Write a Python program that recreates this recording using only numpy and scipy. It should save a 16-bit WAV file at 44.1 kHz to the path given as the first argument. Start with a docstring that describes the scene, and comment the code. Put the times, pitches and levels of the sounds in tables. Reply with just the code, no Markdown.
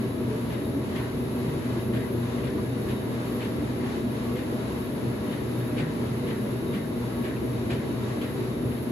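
"""A top-load washing machine agitates a full tub with its lid open, heard from just above.
From the start the motor hums and hisses, the drive shakes the steel cabinet, a bearing sings and
suds lap. About twice a second the agitator drags wet laundry through the water with a short swish.
Low glugs soon sound in the water; from 2 s clusters of small bubbles gurgle, and from 3.4 s cloth
slaps the water on some of the harder strokes. At 4.35 s a gear tone swells briefly."""
import sys
import numpy as np
from scipy import signal
from scipy.fft import rfft, irfft, next_fast_len
from scipy.io import wavfile
from scipy.ndimage import map_coordinates

SR = 44100
rng = np.random.default_rng(int(sys.argv[2]) if len(sys.argv) > 2 else 0)


def generate_wav(sig):
    """Save sig (samples, or channels by samples) to the path in sys.argv[1] as 16-bit PCM at SR."""
    pcm = np.round(np.clip(np.atleast_2d(sig).T, -1, 1) * 32767).astype(np.int16)
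    wavfile.write(sys.argv[1], SR, pcm)


N = 392931

# agitator strokes: (time [s], relative swish level [dB], relative wake level [dB])
STROKES = [(0.03, -54, -54), (0.505, -40, -41), (0.958, -39, -39), (1.45, -50, -50), (1.936, -39, -40.5),
           (2.441, -40.5, -40), (2.88, -41.5, -45.5), (3.405, -39, -43), (3.831, -45, -50),
           (4.358, -39.5, -41.5), (4.83, -52.5, -52), (5.315, -42, -45), (5.772, -34.5, -37),
           (6.274, -39.5, -39), (6.736, -40, -40.5), (7.246, -39.5, -39.5), (7.704, -35.5, -39),
           (8.216, -40, -40), (8.72, -49.5, -48)]


def amp(db):
    """Decibels to amplitude ratio."""
    return 10 ** (np.asarray(db) / 20)


def unit(x):
    """Scale to rms 1."""
    return x / np.sqrt(np.mean(x ** 2) + 1e-20)


def clock():
    """The time of every sample in seconds."""
    return np.arange(N) / SR


def along(points, hz):
    """Interpolate (frequency, value) points on a logarithmic axis."""
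    freqs, values = np.transpose(points)
    return np.interp(np.log(hz + 1), np.log(freqs + 1), values)


def curves(rows):
    """One value per sample for each column after the time."""
    times, *columns = np.transpose(rows)
    return [np.interp(clock(), times, column) for column in columns]


def bumps(rows, width_s):
    """A Gaussian pulse for each (time, height) row."""
    t = clock()
    return sum(height * np.exp(-np.minimum(((t - s) / width_s) ** 2, 20)) for s, height in rows)


def wobble(rate):
    """Smooth random modulation, rate knots a second."""
    coarse = np.linspace(0, N / SR, 2048)
    knots = rng.standard_normal(int(N * rate / SR) + 4)
    return np.interp(clock(), coarse, map_coordinates(knots, [coarse * rate]))


def swing(count, lag):
    """Periodic load: count peaks a stroke, one lag seconds after it. Torque peaks twice, out and back."""
    times = np.array(STROKES)[:, 0]
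    period, first = np.polyfit(np.arange(len(times)), times, 1)
    return np.cos(2 * np.pi * count * (clock() - first - lag) / period)


def shaft():
    """Rotation: one cycle per motor turn, a little under half the mains rate."""
    shaft_hz = 29
    return np.sin(2 * np.pi * shaft_hz * clock())


def surge(events, delay, rise, hold, fade):
    """Flow envelope: at each (time, level) event it builds, holds and decays exponentially."""
    flow, t = np.zeros(N), clock()
    for s, db in events:
        near = slice(*np.searchsorted(t, [s - .5, s + 1]))
        age = t[near] - s - delay
        attack = np.clip(1 + age / rise, 0, 1) ** 2
        flow[near] += amp(db) * attack * np.exp(-np.maximum(age - hold, 0) / fade)
    return flow


def filtered(x, response):
    """Linear filtering: the spectrum of x times a frequency response."""
    size = next_fast_len(N + SR // 4)
    return irfft(rfft(x, size) * response(np.fft.rfftfreq(size, 1 / SR)), size)[..., :N]


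def white():
    """Two uncorrelated noises of 0 dB per Hz."""
    return rng.standard_normal((2, N)) * np.sqrt(SR / 2)


def peaks(rows, hz):
    """Resonance: a bell-shaped lift in dB for each (frequency, width, lift) row."""
    return sum(db * np.exp(-np.minimum(((hz - centre) / width) ** 2, 20)) for centre, width, db in rows)


def ripple(hz, centre_hz=2000, depth_db=2.5):
    """Standing waves leave fine peaks and dips, in dB, over a wide range round the centre."""
    spacing_hz = 22
    knots = rng.standard_normal((2, SR // spacing_hz))
    reach = 2 * hz * centre_hz / (hz ** 2 + centre_hz ** 2)
    return depth_db * reach * np.array([np.interp(hz / spacing_hz, np.arange(len(k)), k) for k in knots])


def spread(pair, colour):
    """Partial coherence: two unrelated signals, coloured in dB, blend as mid and side into stereo."""
    # left-right likeness: (frequency [Hz], correlation before clipping [1])
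    likeness = [(60, 0.86), (130, 0.92), (290, 0.85), (400, 0.7), (640, 0.22), (1300, 0.019), (5500, -0.21),
                (7500, 1), (9300, -2.36), (10300, 0.51), (11200, 1), (11600, 1), (12100, 0.49),
                (12800, -0.68), (13400, -1.9), (15000, -0.43)]

    def response(hz):
        angle = np.arccos(np.clip(along(likeness, hz), -.85, .98)) / 2
        return amp(colour(hz)) * np.array([np.cos(angle), np.sin(angle)])
    mid, side = filtered(pair, response)
    return np.array([mid + side, mid - side])


def hum(low_db, bend, bend_lag, snap, snap_lag, waver, flutter, skew, swell_s):
    """Magnetic forces vibrate the motor's iron at 2 and 4 times the mains rate; load modulates the hum."""
    # hum as the wash shifts: (time [s], base level at 120 Hz [dB], base level at 240 Hz [dB])
    levels = [(0.0, -31, -38), (0.8, -37.5, -39.5), (1.35, -36.5, -36.5), (2.15, -32.5, -38),
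              (2.8, -35.5, -41), (4.3, -38, -37), (4.9, -44, -41), (5.3, -36, -42.5), (5.8, -34, -38),
              (7.6, -36.5, -37), (8.2, -38.5, -44.5), (8.91, -38, -32.5)]
    # throbs under load: (count [per stroke], lag [s], depth at 120 Hz [dB], depth at 240 Hz [dB])
    throbs = [(1, -0.15, 2.5, 1), (2, 0.032, 2.5, 2), (2, -0.053, 0, 4.5)]
    # brief swells and dips of the low tone: (time [s], lift [dB])
    swells = [(0.13, -19), (1.97, 4.5), (1.57, -10), (2.08, -14), (2.55, -7), (3.96, -10), (7.74, 7.5),
              (8.66, 8)]
    mains_hz = 60
    low, high = curves(levels)
    for count, lag, low_depth_db, high_depth_db in throbs:
        load = swing(count, lag)
        low, high = low + low_depth_db * load, high + high_depth_db * load
    phase = 2 * np.pi * 2 * mains_hz * clock()
    # each stroke bends the low tone's phase, and it snaps back
    strain = bend * swing(count=1, lag=bend_lag) + snap * swing(count=2, lag=snap_lag)
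    first = amp(low + low_db + bumps(swells, swell_s)) * np.sin(phase + strain + waver * wobble(7.6))
    second = amp(high) * np.sin(2 * phase + waver * wobble(9) + skew * np.array([[1], [-1]]))
    return np.sqrt(2) * (first + second) * (1 + flutter * shaft())


def gears(sway_db, waver, rough, apart):
    """Periodic forces in shaft and gears give weak tones, modulated by each stroke and jittered in phase."""
    # motor and gear tones, and the 240 Hz hum's shaft sidebands at 208.6 and 270 Hz: (frequency [Hz], level
    # [dB], swell as the stroke gathers [dB])
    tones = [(58.1, -57, 2), (208.6, -47.5, 2), (270, -47.5, -5), (390, -45, 3), (487.6, -50, 2),
             (642.5, -53, -1.5), (1114, -59.5, 7)]
    out, load = np.zeros((2, N)), swing(count=1, lag=-0.03)
    for hz, db, swell_db in tones:
        phase = 2 * np.pi * hz * clock() + waver * wobble(10) + rough * hz / 1000 * wobble(45)
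        offset = apart * hz / 1000 * np.array([[1], [-1]])  # high tones reach the two sides out of step
        out += amp(db) * unit(amp(swell_db * load + sway_db * wobble(8)) * np.sin(phase + offset))
    return out


def rumble(level_db, shake_db, pulse_db, lurch_s, drift_db):
    """Forced vibration: the transmission shakes resonant panels, harder with each turn, swing and lurch."""
    # drive noise: (frequency [Hz], relative density [dB per Hz])
    spectrum = [(20, -98), (36, -95), (47, -82), (57, -61.5), (100, -57.5), (155, -61), (200, -59.5),
                (300, -57.5), (390, -60), (500, -68.5), (700, -78), (1200, -86), (3000, -120)]
    # modes of cabinet and tub: (frequency [Hz], width [Hz], lift [dB])
    modes = [(126.2, 6.8, 6.5), (141.3, 4.8, 8.5), (163.7, 3.3, 7.5), (179, 4, 2.5), (211.2, 9.6, 8.5),
             (246, 21, 4), (267.5, 4.8, 4), (289.1, 3, 7), (330.6, 8.6, 4), (355, 6.3, 5),
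             (376.2, 7.3, 6.5), (424.6, 5.5, 7.5), (460.8, 17, 7), (487.5, 7.6, 5), (511.3, 5.3, 9),
             (565, 21.5, 8.5), (606.6, 12.7, 12.5), (635.7, 7, 11), (684, 22, 9)]
    # the wet load lurches against the tub: (time [s], lift [dB])
    lurches = [(1.97, 4.5), (2.47, 3), (2.92, 3.5), (4.34, 1), (5.43, 2), (5.82, 2), (6.31, 3), (7.44, 3),
               (7.735, 1.5), (8.15, 2), (8.66, 3)]
    shake = shake_db * shaft() + pulse_db * swing(count=2, lag=-0.039) + bumps(lurches, lurch_s)
    panels = spread(white(), lambda hz: along(spectrum, hz) + peaks(modes, hz))
    return amp(level_db + shake + drift_db * wobble(12)) * panels


def bearing(level_db, pitch_hz, width_hz, wander_hz, shake_hz, pulse_db, drift_db):
    """Friction excites a bearing's resonance, which wanders, shakes each turn and swells with torque."""
    # strength of the whine: (time [s], relative level [dB])
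    levels = [(0, -56.5), (2.9, -57), (3.85, -61), (4.2, -55), (4.45, -57), (5.3, -56.5), (5.46, -53),
              (5.6, -53), (5.72, -60), (6.2, -56), (7.6, -58), (8.25, -56), (8.91, -57.5)]
    band = filtered(rng.standard_normal(N), lambda hz: 1 / (1 + (hz / width_hz) ** 2))
    pitch = pitch_hz + wander_hz * wobble(14) + shake_hz * shaft()
    rub_db = curves(levels)[0] + pulse_db * swing(count=2, lag=.06) + drift_db * wobble(6.7)
    carrier = np.exp(2j * np.pi * np.cumsum(pitch) / SR)  # shifts the noise band up to the pitch
    return amp(level_db + rub_db) * unit(np.real(signal.hilbert(band) * carrier))


def hiss(level_db, pulse_db, drift_db, buzz, fizz_db, fizz_gain):
    """The motor's ringing sizzle is amplitude-modulated at odd mains harmonics; torque brightens it."""
    # motor hiss: (frequency [Hz], relative density [dB per Hz])
    spectrum = [(6000, -120), (9500, -102), (9700, -81), (10100, -89.5), (10500, -84.5), (10950, -88),
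                (11160, -85.5), (11480, -86.5), (11650, -95), (12100, -93), (13000, -97), (13800, -99),
                (15500, -112)]
    # its resonances: (frequency [Hz], width [Hz], lift [dB])
    rings = [(10020, 14, 6), (10202, 12, 4), (10460, 16, 3), (10512, 20, 4), (10700, 25, 3), (11122, 16, 4),
             (11162, 16, 9.5), (11352, 20, 4.5), (11525, 15, 9), (12030, 45, 4)]
    # its bright edge: (frequency [Hz], relative density [dB per Hz])
    edge = [(9000, -120), (11800, -92.5), (12800, -95.5), (13600, -102), (15500, -108)]
    chop = sum(np.cos(2 * np.pi * hz * clock()) for hz in (60, 180, 420))
    flutter = .55 * wobble(30)
    swell = pulse_db * swing(count=2, lag=-0.022) + drift_db * wobble(6.0) + flutter
    colour = lambda hz: along(spectrum, hz) + peaks(rings, hz) + ripple(hz, centre_hz=11000, depth_db=1.5)
    sizzle = amp(level_db + swell) * spread(white(), colour)
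    fizz = amp(fizz_db + fizz_gain * swell) * spread(white(), lambda hz: along(edge, hz))
    return (1 + buzz * chop) * (sizzle + fizz)


def whir(level_db, drift_db):
    """Drive and churning water radiate broadband noise, in which narrow resonances sound as thin whines."""
    # drive and water noise: (frequency [Hz], relative density [dB per Hz])
    spectrum = [(200, -100), (500, -81), (800, -71.5), (1120, -75.5), (1300, -78.5), (2250, -80),
                (2550, -83), (3450, -85.5), (3780, -84), (4450, -86.5), (5000, -91.5), (7000, -95),
                (9500, -102), (16000, -110)]
    # whines of belt and bearings, and a tub mode near 1.7 kHz: (frequency [Hz], width [Hz], lift [dB])
    whines = [(972, 6.3, 7), (1118, 13, 4), (1156, 12, 3.5), (1300, 17, 5), (1480, 17, 1), (1683, 26, 4.5),
              (2800, 37, 0)]
    gain = amp(level_db + drift_db * wobble(8.9))
    return gain * spread(white(), lambda hz: along(spectrum, hz) + peaks(whines, hz) + ripple(hz))


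def bubbles(flow, count, pitch_hz, octaves, cycles, scatter_db):
    """Each bubble is a damped oscillator of rising pitch, born most often where the flow is strong."""
    draws = rng.standard_normal((count, 2))
    start = np.searchsorted(np.cumsum(flow) / flow.sum(), rng.random(count))
    hz = np.clip(pitch_hz * 2 ** (octaves * draws[:, :1]), 500, 9000)
    age = np.arange(SR // 60)
    turns = hz * age / SR
    strength = amp(scatter_db * np.clip(draws[:, 1:], -2, 2))
    rings = strength * np.exp(-turns / cycles) * np.sin(2 * np.pi * turns * (1 + 0.023 * turns / cycles))
    return np.bincount((start[:, None] + age).ravel(), rings.ravel(), N)[:N]


def tub(x, t60):
    """Reverberation: the open steel tub gives each side its own short decaying tail; rms 1."""
    age = np.arange(SR // 8) / SR
    tails = rng.standard_normal((2, len(age))) * amp(-60 * age / t60)
    tails[:, 0] = np.linalg.norm(tails, axis=1)  # the direct sound is as strong as the tail
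    return unit(signal.fftconvolve(x[None], tails, axes=1)[:, :N])


def lapping(level_db, clump_db, gather_db):
    """Bubble resonance in the suds: they pop in small clumps, busiest as the next stroke gathers."""
    stir = amp(clump_db * wobble(8) + gather_db * swing(count=1, lag=-.035))
    suds = bubbles(stir, count=1600, pitch_hz=1760, octaves=0.456, cycles=5.5, scatter_db=2.5)
    return amp(level_db) * tub(suds, t60=0.15)


def swishes(spray_db, froth_db, drain_db, grit_db):
    """Turbulence: cloth and water drag past the vanes, making ragged spray, froth, then larger bubbles."""
    # spray noise: (frequency [Hz], relative level [dB])
    spectrum = [(200, -18), (700, 3), (1200, -10), (1650, 4), (2400, 1), (3300, 0), (3800, -5),
                (4400, -6.5), (5500, -18.5), (9000, -17), (15000, -38)]
    flow = surge([(s, db) for s, db, _ in STROKES], delay=0, rise=.018, hold=.032, fade=.032)
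    wake = surge([(s, db) for s, _, db in STROKES], delay=.04, rise=.04, hold=.03, fade=.06)
    spurts = amp(grit_db * wobble(110))
    noise = spread(rng.standard_normal((2, N)), lambda hz: along(spectrum, hz) + ripple(hz))
    spray = flow * unit(spurts * noise)
    small = bubbles(flow ** 2, count=1600, pitch_hz=2397, octaves=0.38, cycles=4.4, scatter_db=6.5)
    froth = amp(froth_db) * tub(small, t60=0.038)
    large = bubbles(wake ** 2, count=1000, pitch_hz=1703, octaves=0.16, cycles=7.5, scatter_db=4)
    drain = amp(drain_db) * tub(large, t60=0.12)
    return amp(spray_db) * spray + flow.std() * (froth + drain)


def low_tones(level_db, rise_s, fade_s, climb_per_s, rough):
    """Damped oscillations of slightly rising pitch: glugs in the water and one swell of a gear tone."""
    # glugs, and at 4.35 s the 489 Hz gear tone's swell: (time [s], pitch [Hz], relative level [dB])
    events = [(.325, 431, -37), (.62, 289, -35.5), (.765, 278, -32.5), (1.485, 151, -34), (1.775, 352, -34),
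              (1.895, 355, -33), (2.545, 300, -33), (3.615, 290, -33), (4.345, 489, -38.5),
              (5.821, 151, -31.5), (5.865, 149, -38), (6.765, 194, -35)]
    out, t = np.zeros(N), clock()
    unrest = rough * wobble(60)
    for s, hz, db in events:
        near = slice(*np.searchsorted(t, [s - .1, s + .2]))
        age = t[near] - s
        swell = np.clip(1 + age / rise_s, 0, 1) * np.exp(-np.maximum(age, 0) / fade_s)
        phase = 2 * np.pi * hz * age * (1 + climb_per_s * age / 2)
        out[near] += amp(db) * swell * np.sin(phase + unrest[near])
    return amp(level_db) * np.sqrt(2) * out


def gurgles(octaves, cycles, t60):
    """Size sets a bubble's resonance: trapped air escapes in clusters of like size, near one pitch."""
    # bubble clusters: (time [s], pitch [Hz], half length [s], level [dB])
    clusters = [(2.03, 2010, .012, -46), (2.586, 1015, 0.014, -41), (3.808, 1830, .025, -50),
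                (3.834, 900, .035, -46), (4.294, 1100, 0.024, -50), (4.756, 880, .012, -42),
                (7.366, 2770, .003, -40), (7.833, 1980, 0.0089, -46)]
    out = np.zeros(N)
    for s, hz, half_length, db in clusters:
        escape = bumps([(s, 1)], half_length)
        cluster = bubbles(escape, count=12, pitch_hz=hz, octaves=octaves, cycles=cycles, scatter_db=6)
        out += amp(db) * escape.std() * unit(cluster)
    return out.std() * tub(out, t60)


def slaps(pitch_hz, fade_s):
    """Impact: a fold of cloth smacks the surface and sets off a short, crisp crackle of bubbles."""
    # wet cloth hits the water: (time [s], level [dB])
    impacts = [(3.412, -47), (5.782, -40.5), (6.738, -44.5), (7.708, -43.5), (8.214, -47.5)]
    smack = surge(impacts, delay=0, rise=0.00404, hold=0.0088, fade=fade_s)
    contact = smack > smack.max() / 20
    crackle = bubbles(contact, count=500, pitch_hz=pitch_hz, octaves=0.34, cycles=4.6, scatter_db=7.0)
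    return smack.std() * tub(smack * crackle, t60=0.033)


def scene():
    """Superposition of drive and water; the left microphone faces the tub a little more."""
    # level difference between the sides: (frequency [Hz], left minus right [dB])
    balance = [(100, 0.2), (300, 1), (1000, 1.5), (2200, 3), (4500, 0)]
    drive = hum(low_db=-1.5, bend=0.49, bend_lag=0.027, snap=0.31, snap_lag=0.084,
                waver=0.23, flutter=0.15, skew=0.17, swell_s=0.039)
    drive += gears(sway_db=3.5, rough=0.74, waver=0.92, apart=0.39)
    drive += rumble(level_db=-0.42, shake_db=0.86, pulse_db=.5, lurch_s=0.024, drift_db=0.4)
    drive += bearing(level_db=-5.5, pitch_hz=3732, width_hz=62, wander_hz=36, shake_hz=36,
                     pulse_db=0.5, drift_db=0.4)
    drive += hiss(level_db=-2.5, pulse_db=0.26, drift_db=0.58, buzz=0.042, fizz_db=-0.5, fizz_gain=3.4)
    wash = whir(level_db=-0.18, drift_db=1.0)
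    wash += lapping(level_db=-58.5, clump_db=5.5, gather_db=2)
    wash += swishes(spray_db=-4.5, froth_db=-9.5, drain_db=-8.5, grit_db=2)
    wash += low_tones(level_db=4, rise_s=0.031, fade_s=.035, climb_per_s=0.64, rough=0.34)
    wash += gurgles(octaves=0.091, cycles=7.2, t60=0.05)
    wash += slaps(pitch_hz=2380, fade_s=.008)
    return filtered(drive + wash, lambda hz: amp(along(balance, hz) * np.array([[.5], [-.5]])))


def record(dry):
    """Band limiting: an ideal low-pass filter removes the highest treble."""
    top_hz = 15700
    return filtered(dry, lambda hz: hz < top_hz)


dry = scene()
out = record(dry)
generate_wav(out)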